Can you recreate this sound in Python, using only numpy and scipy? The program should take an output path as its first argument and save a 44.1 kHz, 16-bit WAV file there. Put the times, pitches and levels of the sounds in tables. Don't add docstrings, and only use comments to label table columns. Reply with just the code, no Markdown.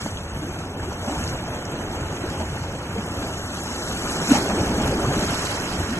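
import sys
import numpy as np
from scipy import signal
from scipy.fft import rfft, irfft, dct, next_fast_len
from scipy.io import wavfile
from scipy.ndimage import uniform_filter1d

SR = 44100
rng = np.random.default_rng(int(sys.argv[2]) if len(sys.argv) > 2 else 0)


def store_wav(level_fs):
    pcm = np.round(np.clip(np.atleast_2d(level_fs), -1, 1) * 32767)
    wavfile.write(sys.argv[1], SR, pcm.T.astype(np.int16))


def boost(x):
    u = np.asarray(x, float) / 20
    return 10 ** u


N = 264159
POCKET_HALF = 2000


def evened(x):
    return x / np.sqrt(np.mean(x ** 2) + 1e-20)


def read(points, hz):
    point_hz, value = np.transpose(points)
    return np.interp(np.log(hz + 1), np.log(point_hz + 1), value)


def curve(rows, column):
    rows = np.array(rows)
    return np.interp(np.arange(N) / SR, rows[:, 0], rows[:, column])


def lift(peak_s, lift_db, length_s, rise=0.63):
    t = np.arange(N) / SR - peak_s
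    return lift_db * np.exp(-(t / np.where(t < 0, rise * length_s, length_s)) ** 2)


def add(mix, start_s, sound):
    part = mix[max(round(start_s * SR), 0):][:len(sound)]
    part += sound[:len(part)]


def hiss(colour, patchy_db, flicker_db, size):
    hop = size // 4
    frames, hz = N // hop + 5, np.fft.rfftfreq(size, 1 / SR)
    a, b, c, d, patches = rng.standard_normal((frames, len(hz), 5)).T
    patches = evened(uniform_filter1d(uniform_filter1d(patches, 8, 0), 8, 1))
    flicker = evened(uniform_filter1d(rng.standard_normal(frames), 3))
    level_db = read(colour, hz)[:, None] + patchy_db * patches + flicker_db * flicker
    z = np.array([a + 1j * b, c + 1j * d]) * boost(level_db)
    return evened(signal.istft(z, nperseg=size, noverlap=size - hop)[1][:, :N])


def bubbles(lo_hz, hi_hz, cycles, per_s, spread_db, count=16):
    size = boost(spread_db * np.minimum(rng.exponential(1, N), 5))
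    size = size * (rng.random(N) < per_s / SR)
    kind, out = rng.integers(0, count, N), np.zeros(N)
    for k, hz in enumerate(np.geomspace(lo_hz, hi_hz, count)):
        u = np.arange(int(4 * cycles * SR / hz)) * hz / SR / cycles
        tone = np.sin(2 * np.pi * cycles * u * (1 + 0.07 * u))
        out += signal.oaconvolve(size * (kind == k), u * np.exp(-2 * u) * tone)[:N]
    return evened(out)


def pocket(peak_db, pitch_hz, swell_s, ring_s, glide):
    t = np.arange(-POCKET_HALF, POCKET_HALF) / SR
    shape = np.exp(-(np.abs(t) / np.where(t < 0, swell_s, ring_s)) ** 1.2)
    return boost(peak_db) * shape * np.cos(2 * np.pi * pitch_hz * t * (1 + glide * np.tanh(t / 0.017)))


def scattered(x):
    echoes = rng.standard_normal(700) * np.exp(-np.arange(700) / SR / 0.014)
    return np.array([x, signal.oaconvolve(x, echoes / np.linalg.norm(echoes))[:N]])


def elsewhere(x):
    return np.array([x, np.roll(x, SR // 3)])


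# time_s, surge_db (heavy water among stones), foam_db (breaking on top)
SEA = [(0.0, -37, -37.5), (0.28, -36, -47), (0.62, -34.5, -45.5), (0.72, -34.5, -50.5), (1.3, -34, -39.5),
       (1.4, -32.5, -46), (2.33, -32, -44.5), (2.82, -34, -47), (3.07, -32.5, -44.5), (3.5, -33.5, -41),
       (4.27, -28, -34.5), (4.32, -24.5, -29), (4.45, -25, -37.5), (4.75, -23.5, -39.5),
       (5.06, -24.5, -39.5), (5.32, -28, -34.5), (5.94, -31, -41.5), (5.99, -26, -41.5)]
FOLLOW = {"rumble": (-35, 0.25, -0.12), "gurgle": (-33.5, 1.045, -0.021), "wash": (-37.5, .75, 0.065),
          "spray": (-38, 0.3, .6), "fizz": (-41, 0.06, 1)}


def swell(layer, brightness):
    calm_db, surge_share, foam_share = FOLLOW[layer]
    surge_db = curve(SEA, column=1) + 32
    foam_db = curve(SEA, column=2) + 46
    return boost(calm_db + surge_share * surge_db + foam_share * foam_db + sloshes(brightness))


# freq_hz, level_db
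RUMBLE = [(22, -50), (31, -28), (40, -10), (50, -12), (75, 7.5), (115, -5), (170, -5), (300, -40)]


def rumble():
    noise = hiss(RUMBLE, patchy_db=.4, flicker_db=.2, size=2048)
    return noise * swell("rumble", -2) * boost(gusts())


# freq_hz, level_db
GURGLE = [(70, -3.5), (130, 0.5), (200, 2), (270, 3.5), (380, 0.5), (600, -11.5), (1200, -36.5)]


def gurgle():
    air = scattered(bubbles(140.4, 557, cycles=1.93, per_s=120, spread_db=3.0))
    noise = hiss(GURGLE, patchy_db=0.5, flicker_db=-0.23, size=1024)
    return (0.91 * noise + 0.51 * air) * swell("gurgle", 0.043)


# freq_hz, level_db
WASH = [(200, -24), (400, -5.5), (600, -1), (900, -2), (1150, -13), (1600, -20.5), (3000, -47)]


def wash():
    air = elsewhere(bubbles(450, 1286, cycles=4.0, per_s=300, spread_db=4.0))
    noise = hiss(WASH, patchy_db=1.5, flicker_db=0.83, size=512)
    return (1.09 * noise + 0.47 * air) * swell("wash", 0.54)


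# time_s, unrelated_spray_db, unrelated_fizz_db
SPREAD = [(.1, -1, -1), (.45, -0.5, -4.5), (.7, -1, -1), (1.2, -1.5, 0), (1.75, 1.5, -4.5), (2.4, 1, 3.5),
          (3.1, 0, 0.5), (3.75, -9.5, 2), (4.1, -5, 0.5), (4.4, 0.5, 4), (5.1, -1, 1.5), (5.3, 2, 4),
          (5.99, 3.5, 4.5)]


def spread(pair, column):
    pair[1] *= boost(curve(SPREAD, column))
    return pair


# freq_hz, level_db
SPRAY = [(600, -14.5), (1100, -3.5), (1450, -3), (1900, -8), (2600, -8), (3300, -8), (4500, -30.5),
         (8000, -51.5)]


def spray():
    air = elsewhere(bubbles(1200, 3800, cycles=4.0, per_s=600, spread_db=2.5))
    noise = hiss(SPRAY, patchy_db=1.5, flicker_db=-1.02, size=512)
    return spread(0.86 * noise + 0.47 * air, column=1) * swell("spray", 0.93)


# freq_hz, level_db
FIZZ = [(1500, -21), (3000, -1.5), (4200, -3.5), (6000, 2.5), (8000, -0.5), (10000, -4.5), (11400, -6.5),
        (11800, -16.5), (12400, -88)]


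def fizz():
    air = elsewhere(bubbles(3500, 11000, cycles=3.1, per_s=3900, spread_db=4.5))
    noise = hiss(FIZZ, patchy_db=2.5, flicker_db=0.85, size=512)
    return spread(0.63 * noise + 0.5 * air, column=2) * swell("fizz", 0.99)


# peak_s, peak_db, pitch_hz, ring_s
GLUGS = [(0.047, -21, 136, 0.012), (0.43, -17, 316, 0.0055), (0.798, -24, 337, 0.011),
         (0.885, -20, 373, 0.01), (1.08, -12, 232, 0.005), (1.124, -19.5, 296, 0.019),
         (1.21, -20, 235, 0.011), (1.324, -23, 275, 0.011), (2.019, -17, 117, 0.0099),
         (2.24, -17, 340, 0.0038), (2.407, -23, 650, 0.0046), (2.621, -18, 121, 0.0056),
         (2.759, -19, 145, 0.0058), (2.964, -14.5, 448, 0.0029), (2.987, -15.5, 206, 0.011),
         (3.169, -41, 269, 0.012), (3.199, -25.5, 294, 0.042), (4.576, -16, 340, 0.012),
         (4.61, -15, 117, 0.0081), (4.697, -9, 210, 0.0022), (4.76, -23, 234, 0.0088),
         (4.799, -13, 240, 0.011), (4.848, -19, 202, 0.0048), (4.954, -22, 178, 0.0098),
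         (5.09, -15, 133, 0.033), (5.191, -11, 170, 0.0017), (5.919, -16, 237, 0.023)]


def glugs():
    out = np.zeros(N)
    for peak_s, peak_db, pitch_hz, ring_s in GLUGS:
        sound = pocket(peak_db - 6.5, pitch_hz, 1.7 * ring_s, ring_s, glide=0.071)
        add(out, peak_s + 0.003 - POCKET_HALF / SR, sound)
    return out


# peak_s, peak_db, pitch_hz, ring_s
DROPS = [(0.062, -18.5, 784, 0.0024), (.172, -22.5, 3150, 0.0019), (.423, -26, 704, 0.0015),
         (.59, -27, 7050, 0.00057), (0.795, -31, 5100, 0.00041), (0.798, -24.5, 1510, 0.0038),
         (1.221, -31, 9600, 0.00036), (1.239, -21.5, 6800, 0.0008), (1.277, -18, 4900, 0.00085),
         (1.296, -25.5, 5580, 0.0025), (1.315, -38, 2100, 0.002), (1.367, -46, 2770, 0.0013),
         (1.389, -26, 2320, 0.0023), (1.653, -22, 5490, 0.00064), (1.656, -24, 6600, .0006),
         (2.412, -25, 580, 0.0052), (2.566, -29, 5070, 0.00063), (3.31, -36, 5900, 0.00075),
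         (4.44, -41, 4040, 0.00051), (4.876, -20, 6400, .0006)]


def drops():
    out = np.zeros(N)
    for peak_s, peak_db, pitch_hz, ring_s in DROPS:
        sound = pocket(peak_db, pitch_hz, 0.15 * ring_s, ring_s, glide=0.38)
        add(out, peak_s - POCKET_HALF / SR, sound)
    return out


# peak_s, lift_db, length_s, brightness (0-1)
SLOSHES = [(0.065, 10, 0.017, 0), (0.135, -2.5, 0.12, 1.07), (0.357, 1, 0.033, .9), (0.517, 0, .05, 1),
           (0.454, 6, 0.034, 0), (0.588, 0, 0.039, 0.93), (0.831, 6.5, 0.022, 0.61), (0.916, 3, .025, .5),
           (1.098, 6.5, 0.1, 0.54), (1.328, 6.5, 0.032, 0), (1.522, 2.5, 0.051, .7), (2.408, 6, .022, 0.26),
           (2.99, 3, 0.017, 0.6), (3.09, 0.5, 0.075, 0.7), (3.207, 3, 0.12, 0.53),
           (3.985, -0.5, 0.034, 0.6), (4.353, 4, 0.032, .6), (4.7, 0.5, 0.041, 0.2),
           (4.744, 0.5, 0.032, 0.66), (4.829, 2, 0.024, 0.78), (4.877, 3, 0.016, 1.14),
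           (5.48, -1.5, 0.45, 0.2), (5.7, 2.5, 0.17, -.1), (1.644, -1, .03, 1.1), (1.807, 4, 0.12, 0),
           (3.743, -1.5, .1, 0), (5.188, 4, 0.1, 0.2)]


def sloshes(brightness):
    db = np.zeros(N)
    for peak_s, lift_db, length_s, bright in SLOSHES:
        reach = np.exp(-((bright - brightness) / 0.49) ** 2)
        db += lift(peak_s, lift_db, length_s) * reach
    return db


# peak_s, lift_db, length_s
GUSTS = [(0.126, 4.5, 0.13), (0.364, 7, 0.034), (0.517, 4.5, 0.042), (0.827, 4.5, 0.049), (1.003, 4, 0.024),
         (1.22, 8.5, 0.095), (1.43, -0.5, .06), (2.425, 3.5, 0.3), (3.182, 6.5, .04), (4.14, 0, .04),
         (4.62, 8.5, .04), (4.866, 8, 0.054), (5.06, 3.5, 0.038), (5.316, 5.5, 0.12), (5.8, 12, .04)]


def gusts():
    return sum(lift(*gust) for gust in GUSTS)


# peak_s, peak_db, pitch_hz, swell_s, ring_s
THUMPS = [
    (4.3195, -2.8, 268, .0095, .007),
    (4.2945, -15, 215, .006, .004),
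    (4.357, -12, 255, .006, .007),
    (4.355, -15, 850, .005, .006),
    (4.337, -17, 600, .003, .004),
    (4.309, -22, 1400, .004, .005),
]


def thumps():
    out = np.zeros(N)
    for peak_s, *shape in THUMPS:
        add(out, peak_s - POCKET_HALF / SR, pocket(*shape, glide=-.08))
    return out


# freq_hz, lead_rad
LEAD = [(400, 0), (1400, .5), (1800, 1.5), (2200, 3.3), (2900, 2.8), (3500, 3.1), (5000, 3.0), (6400, 6.1),
        (8000, 6.45), (8600, 8.5), (9200, 9.4), (10600, 9.6), (11300, 12.45)]
# freq_hz, likeness (0-1)
SAME = [(400, 1), (700, .8), (1050, .62), (1300, .88), (2200, .35), (3000, .6), (3550, .9), (4000, .68),
        (5600, .66), (6500, .92), (7800, .94), (8500, .7), (9800, .88), (11000, .75), (11400, .96),
        (12000, .97)]
# freq_hz, tilt_db
TILT = [(800, 0), (1300, -1.5), (1800, -5), (2200, 1.5), (2600, 2.5), (3500, 0.1), (5200, -2), (6000, 0.1)]


def ports(pair):
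    size = next_fast_len(N)
    hz = np.fft.rfftfreq(size, 1 / SR)
    direct, other = rfft(pair, size)
    same = np.clip(read(SAME, hz), 0, 1)
    tilt = boost(read(TILT, hz) / 2)
    turn = np.exp(.5j * np.interp(hz, *np.transpose(LEAD)))
    left = direct * turn * tilt
    right = (same * direct + np.sqrt(1 - same ** 2) * other) / turn / tilt
    return irfft(np.array([left, right]), size)[:, :N]


def scene():
    sea = gurgle() + wash() + spray() + fizz() + rumble()
    return ports(sea + scattered(glugs() + drops() + thumps()))


# freq_hz, limit_db
MASK = [(300, -6), (550, -10), (800, -7), (1200, -21), (2200, -1), (3000, -7.5), (4000, -5), (5200, -2),
        (6500, -5), (7600, -4.5), (9000, -3), (10000, 0.5), (11500, -6)]
# freq_hz, step_db
STEP = [(30, -42), (200, -27), (800, -19), (1600, -16), (3000, -14), (5200, -12), (7600, -12), (9000, -7.5),
        (10300, -6), (11500, -3.5)]
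# freq_hz, limit_db
FAINT = [(5000, -56), (7000, -33), (8700, -45.5), (10300, -55), (11200, -39.5), (11900, -43.5)]
SHARP = [.59, 4.87]


def joint_stereo(x, slope, wobble_db, offset=717, size=1024):
    rise = np.cumsum(np.kaiser(size + 1, 4 * np.pi))
    window = np.sqrt(np.r_[rise[:-1], rise[-2::-1]] / rise[-1])
    count = N // size + 3
    pair = np.pad([x[0] + x[1], x[0] - x[1]], ((0, 0), (size - offset, 3 * size)))
    pair = pair[:, :count * size].reshape(2, count, size)
    frames = np.concatenate([pair[:, :-1], pair[:, 1:]], 2) * window
    a, b, c, d = np.split(frames, 4, 2)
    lines = dct(np.concatenate([-c[..., ::-1] - d, a - b[..., ::-1]], 2), 4, norm="ortho")

    band = uniform_filter1d(uniform_filter1d(lines ** 2, size=28, axis=2), size=7, axis=1)
    band_db = 10 * np.log10(band[..., 8::16].repeat(16, 2).clip(1e-12))
    louder_db, hz = band_db.max(0), np.arange(size) * SR / 2 / size

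    step_db = read(STEP, hz)
    limit_db = step_db - 1.5 + 2.5 * (hz > 8000) + slope * (louder_db - band_db)
    cut_db = louder_db + np.minimum(limit_db, read(MASK, hz))
    wobble = rng.standard_normal((count - 1, size // 16))
    wobble = evened(uniform_filter1d(wobble, size=4, axis=0).repeat(16, 1))
    cut_db = np.maximum(cut_db + wobble_db * wobble * (hz > 2000), read(FAINT, hz))
    step = boost(louder_db + step_db)
    sharp = np.round(np.array(SHARP) * SR / size - .7).astype(int)
    cut_db[:, sharp] -= 14 * (hz > 4200)
    step[sharp] *= .4

    kept = uniform_filter1d(lines ** 2, size=7, axis=2) > boost(2 * cut_db)
    whole = np.floor(abs(lines / step) ** .75 + .4054) ** (4 / 3)
    u, v = np.split(dct(np.sign(lines) * whole * step * kept, 4, norm="ortho"), 2, 2)
    frames = np.concatenate([v, -v[..., ::-1], -u[..., ::-1], -u], 2) * window
    both = np.pad(frames[..., :size], ((0, 0), (0, 1), (0, 0)))
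    both = both + np.pad(frames[..., size:], ((0, 0), (1, 0), (0, 0)))
    mid, side = both.reshape(2, -1)[:, size - offset:][:, :N]
    return np.array([mid + side, mid - side]) / 2


def top_cut(x):
    return signal.sosfilt(signal.butter(12, 13220, fs=SR, output="sos"), x)


def record(dry):
    lowpass = signal.firwin(511, 11850, window=("kaiser", 9), fs=SR)
    edged = signal.oaconvolve(dry, lowpass[None], "same")
    mix = joint_stereo(edged, slope=2.1, wobble_db=2.5)
    return top_cut(mix)


dry = scene()
out = record(dry)
store_wav(out)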